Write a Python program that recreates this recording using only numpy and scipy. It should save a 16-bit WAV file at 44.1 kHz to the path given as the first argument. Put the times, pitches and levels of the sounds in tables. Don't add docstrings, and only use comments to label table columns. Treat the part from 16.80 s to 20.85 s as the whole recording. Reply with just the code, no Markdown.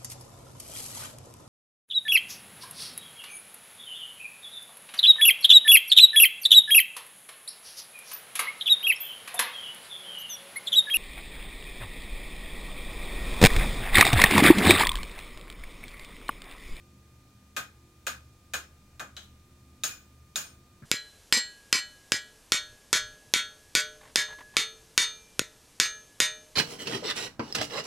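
import sys
import numpy as np
from scipy import signal
from scipy.io import wavfile

SR = 44100
rng = np.random.default_rng(int(sys.argv[2]) if len(sys.argv) > 2 else 0)


def unload_audio(sound):
    columns = np.transpose(np.atleast_2d(sound))
    steps = np.round(np.clip(columns, -1, 1) * 32767)
    wavfile.write(sys.argv[1], SR, steps.astype(np.int16))


N = 178781

EDGES = np.geomspace(20, 17000, 31)
CENTRES = np.sqrt(EDGES[1:] * EDGES[:-1])
FILTERS = [signal.butter(2, pair, "band", fs=SR, output="sos") for pair in zip(EDGES, EDGES[1:])]
AGE = np.arange(SR // 2) / SR


def hammering():
    # start in seconds, force in dB, hardness (0 on the flat, 1 on the edge), hammer ring in dB.
    blows = [(0.7648, -0.16, 0, -57), (1.267, 0, 0.068, -52), (1.7357, -0.01, 0.082, -52),
             (2.196, -2.5, 0, -63), (3.0358, -0.5, 0.97, -44.5), (3.5578, -0.7, 1, -47)]
    # pitch in Hz, level in dB, seconds to fade by 60 dB.
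    anvil_tones = [(481, -13, .12), (550, -12, .12), (635, -8, .1), (780, -13, .1), (1243, -2, .25),
                   (1305, -3, .15), (1418, -4, .12), (1541, -2, .16), (1590, 4, .17), (1669, -4, .12),
                   (1765, -7, .12), (2466, 5, .17), (2675, -6, .12), (2765, -8, .12)]
    # pitch in Hz, level in dB, seconds to fade by 60 dB, extra dB in a hard blow.
    hammer_tones = [(4690, -20, .2, 7), (5324, -11, .33, 2), (6247, -8, .16, 0), (6328, -8, .2, 1),
                    (6755, -1.5, .17, 0), (6828, -8, .12, 0), (7220, -12, .2, 1), (8660, -15, .15, 0),
                    (8742, -17, .15, 3), (8905, -20, .3, 9.5), (12230, -29, .2, 8), (14200, -32, .2, 8),
                    (15110, -29, .42, 11), (15230, -35, .6, 12), (15331, -33, .75, 12),
                    (15420, -37, .65, 12)]
    out = np.zeros((2, N))
    for start, force_db, hardness, hammer_db in blows:
        room = workshop(scatter_db=12, build_s=.0015, linger=1.156 + .37 * hardness)
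        anvil = [(hz, db + contact_colour(force_db, hardness, hz), fade) for hz, db, fade in anvil_tones]
        hammer = [(hz, db + hardness * extra_db, fade) for hz, db, fade, extra_db in hammer_tones]
        colour_db = contact_colour(force_db, hardness, CENTRES)
        add(out, start, from_db(-39) * clang(colour_db, room, crush_db=4, crush_s=.0056))
        add(out, start, from_db(-32.5 + force_db + 14 * hardness) * crack())
        add(out, start, from_db(-55.5 + .93 * force_db) * ringing_steel(anvil, room))
        add(out, start, from_db(hammer_db) * ringing_steel(hammer, room))
    return out


def contact_colour(force_db, hardness, hz):
    by_force = force_db * (1 + 3.4 * treble_share(hz, knee_hz=2000))
    by_hardness = hardness * (-3.5 + 9.5 * treble_share(hz, knee_hz=2960))
    return by_force + by_hardness


def crack(hz=3750, fade_s=.006, gap_s=.00053):
    sides = [ring(hz, fade_s, lag) + ring(hz, fade_s, lag + gap_s) for lag in (1 / SR, 0)]
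    return pan(hz) * np.array(sides)


def clang(colour_db, room, crush_db, crush_s):
    # pitch in Hz, strength of the clang there in dB per Hz.
    spectrum = [(110, -12), (300, -9), (440, -15.5), (620, -1), (950, -11), (1300, 1), (1650, 3.5),
                (2100, -11), (2900, -4.5), (3900, -5), (5000, -13), (6700, -7), (9700, -16.5), (12000, -14),
                (16000, -23)]
    squeeze = np.sqrt(AGE) * np.exp(-AGE / crush_s)
    crush = from_db(crush_db) * rms_one(rng.standard_normal(len(AGE)) * squeeze) / np.sqrt(len(AGE))
    levels_db = at_hz(spectrum, CENTRES) + colour_db
    out = 0
    for k, (sos, hz, db) in enumerate(zip(FILTERS, CENTRES, levels_db)):
        if hz > spectrum[0][0]:
            band = even_sides(signal.sosfilt(sos, room + crush))
            out += (-1) ** k * from_db(db) * np.sqrt(hz / SR) * pan(hz) * band
    return out


def ringing_steel(tones, room):
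    out = 0
    for k, (hz, db, fade_s) in enumerate(tones):
        direct = even_sides([ring(hz, fade_s, lag) for lag in (1 / SR, 0)])
        echo = signal.fftconvolve(ring(hz, fade_s / 2)[None], room, axes=1)[:, :len(AGE)]
        gain = from_db(db + rng.standard_normal())
        out += (-1) ** k * gain * pan(hz) * even_sides(direct + even_sides(echo))
    return out


def ring(hz, fade_s, lag_s=0):
    age = AGE - lag_s
    return (age >= 0) * np.cos(2 * np.pi * hz * age) * from_db(-60 * age / fade_s)


def bar_turn(start=2.3665):
    # pitch in Hz, level in dB, seconds to fade by 60 dB.
    bar_tones = [(1598, -7, .12), (2947, -5, .25), (3205, -8, .2), (3733, -8, .1), (3925, -5, .12),
                 (3978, -3, .15), (4032, -3, .2), (6325, -8, .15)]
    # pitch in Hz, dB that this light contact adds to the clang.
    colour = [(500, -0.5), (1400, -0.5), (2800, 5.5), (4100, 4.5), (7000, 4.5), (9500, -3.5)]
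    out = np.zeros((2, N))
    room = workshop(scatter_db=10, build_s=.002, linger=1.45)
    add(out, start, from_db(-33) * crack())
    add(out, start, from_db(-55) * clang(at_hz(colour, CENTRES), room, crush_db=2.5, crush_s=.0045))
    add(out, start, from_db(-60.5) * ringing_steel(bar_tones, room))
    return out


def light_knocks():
    # start in seconds, level in dB, middle pitch in Hz, width in Hz.
    knocks = [(2.428, -78, 12000, 7000), (4.021, -59, 160, 150), (4.0245, -69.5, 1500, 600)]
    out = np.zeros((2, N))
    room = workshop(scatter_db=4, build_s=.002)
    for start, db, hz, width in knocks:
        body = signal.butter(2, [hz - width / 2, hz + width / 2], "band", fs=SR, output="sos")
        add(out, start, from_db(db) * rms_one(signal.sosfilt(body, room)))
    return out


def forge_fire(level_db=-60):
    # pitch in Hz, relative strength of the rush in dB per Hz.
    spectrum = [(20, 1.5), (40, -16), (72, -2.5), (100, -2), (200, -11), (350, -17), (500, -19),
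                (1000, -25), (2000, -25.5), (4000, -28), (7000, -27.5), (10000, -33), (16000, -36.5)]
    # pitch in Hz, how alike left and right are (1 is the same).
    likeness = [(100, 1), (300, 1), (1000, 0.6), (3000, 0.15), (12000, 0.67)]
    out = 0
    for sos, hz in zip(FILTERS, CENTRES):
        flutter_db = (1.2 if hz < 300 else .4) * drift(rate_hz=8)
        out += stereo_noise(sos, at_hz(likeness, hz), N) * from_db(at_hz(spectrum, hz) + flutter_db)
    return from_db(level_db) * rms_one(out)


def blower(speed_wander=.00066):
    # pitch in Hz, level in dB, width of the wavering in Hz.
    hum_tones = [(74, -61, 5.9), (122.8, -66, 7.3), (200.4, -70, 5), (253.4, -72, 9.3), (306.6, -77.5, 2.6),
                 (348.4, -75, 3.04)]
    # pitch in Hz, level in dB.
    whine_tones = [(1213, -71.5), (2426, -80.5), (3639, -84), (4275, -86)]
    t = np.arange(N) / SR
    hum = whine = 0
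    for hz, db, width in hum_tones:
        waver = drift(width / 2) + 1j * drift(width / 2)
        hum += from_db(db) * rms_one(np.real(waver * np.exp(2j * np.pi * hz * t)))
    fan_time = t + speed_wander * np.cumsum(drift(.61)) / SR
    for hz, db in whine_tones:
        whine += from_db(db + .5 * drift(2.2)) * np.sqrt(2) * np.sin(2 * np.pi * hz * fan_time)
    return hum + whine


def workshop(scatter_db, build_s, linger=1):
    # pitch in Hz, how alike left and right are (1 is the same).
    likeness = [(100, 0.93), (250, 0.88), (500, 0.91), (1200, 0.16), (2500, 0.064), (5000, 0.082),
                (12000, 0.24)]
    # pitch in Hz, seconds to fade by 60 dB before linger stretches them.
    fades = [(150, 0.29), (600, 0.23), (1500, 0.22), (4000, 0.21), (8000, 0.18), (15000, 0.19)]
    # delay in seconds, level in dB.
    echoes = [(.0068, -6), (.0085, -26), (0.0133, 0)]
    tail = 0
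    for sos, hz in zip(FILTERS, CENTRES):
        fade = from_db(-60 * AGE / (linger * at_hz(fades, hz)))
        tail += stereo_noise(sos, at_hz(likeness, hz), len(AGE)) * fade
    tail *= 1 - np.exp(-AGE / build_s)
    room = from_db(scatter_db) * rms_one(tail) / np.sqrt(len(AGE))
    room[[0, 1], [1, 0]] += 1
    for k, (delay, db) in enumerate(echoes):
        left = round(delay * SR)
        right = left + 3 * (-1) ** k
        room[[0, 1], [left, right]] += from_db(db)
    return room


def pan(hz):
    # pitch in Hz, left level minus right level in dB.
    balance = [(150, -.4), (700, -1.3), (1300, 1.9), (2800, 1.6), (6800, 2.4), (9500, -1.7), (14000, -4.3)]
    return from_db(at_hz(balance, hz) * np.array([[.5], [-.5]]))


def stereo_noise(sos, alike, size):
    shared, opposed = signal.sosfilt(sos, rng.standard_normal((2, size + SR // 4)))[:, -size:]
    return np.sqrt(1 + alike) * shared + np.sqrt(1 - alike) * opposed * [[1], [-1]]


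def drift(rate_hz):
    memory = np.exp(-200 * np.pi * rate_hz / SR)
    noise = rng.standard_normal(N // 100 + 1002)
    slow = signal.lfilter([1], [1, -2 * memory, memory * memory], noise)[1000:]
    return np.interp(np.arange(N) / 100, np.arange(len(slow)), rms_one(slow))


def treble_share(hz, knee_hz):
    return 1 / (1 + (knee_hz / hz) ** 5)


def from_db(db):
    return 10 ** (np.asarray(db) / 20)


def rms_one(x):
    return x / np.sqrt(np.mean(x ** 2) + 1e-20)


def even_sides(sides):
    return np.array([rms_one(side) for side in sides])


def at_hz(table, hz):
    pitches, values = np.transpose(table)
    return np.interp(np.log(hz), np.log(pitches), values)


def add(out, start, sound):
    i = round(start * SR)
    out[:, i:i + sound.shape[-1]] += sound[..., :N - i]


def scene():
    return hammering() + bar_turn() + light_knocks() + forge_fire() + blower()


def record(dry):
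    cutoff_hz = 15850
    return signal.sosfilt(signal.ellip(12, .1, 70, cutoff_hz, fs=SR, output="sos"), dry)


dry = scene()
out = record(dry)
unload_audio(out)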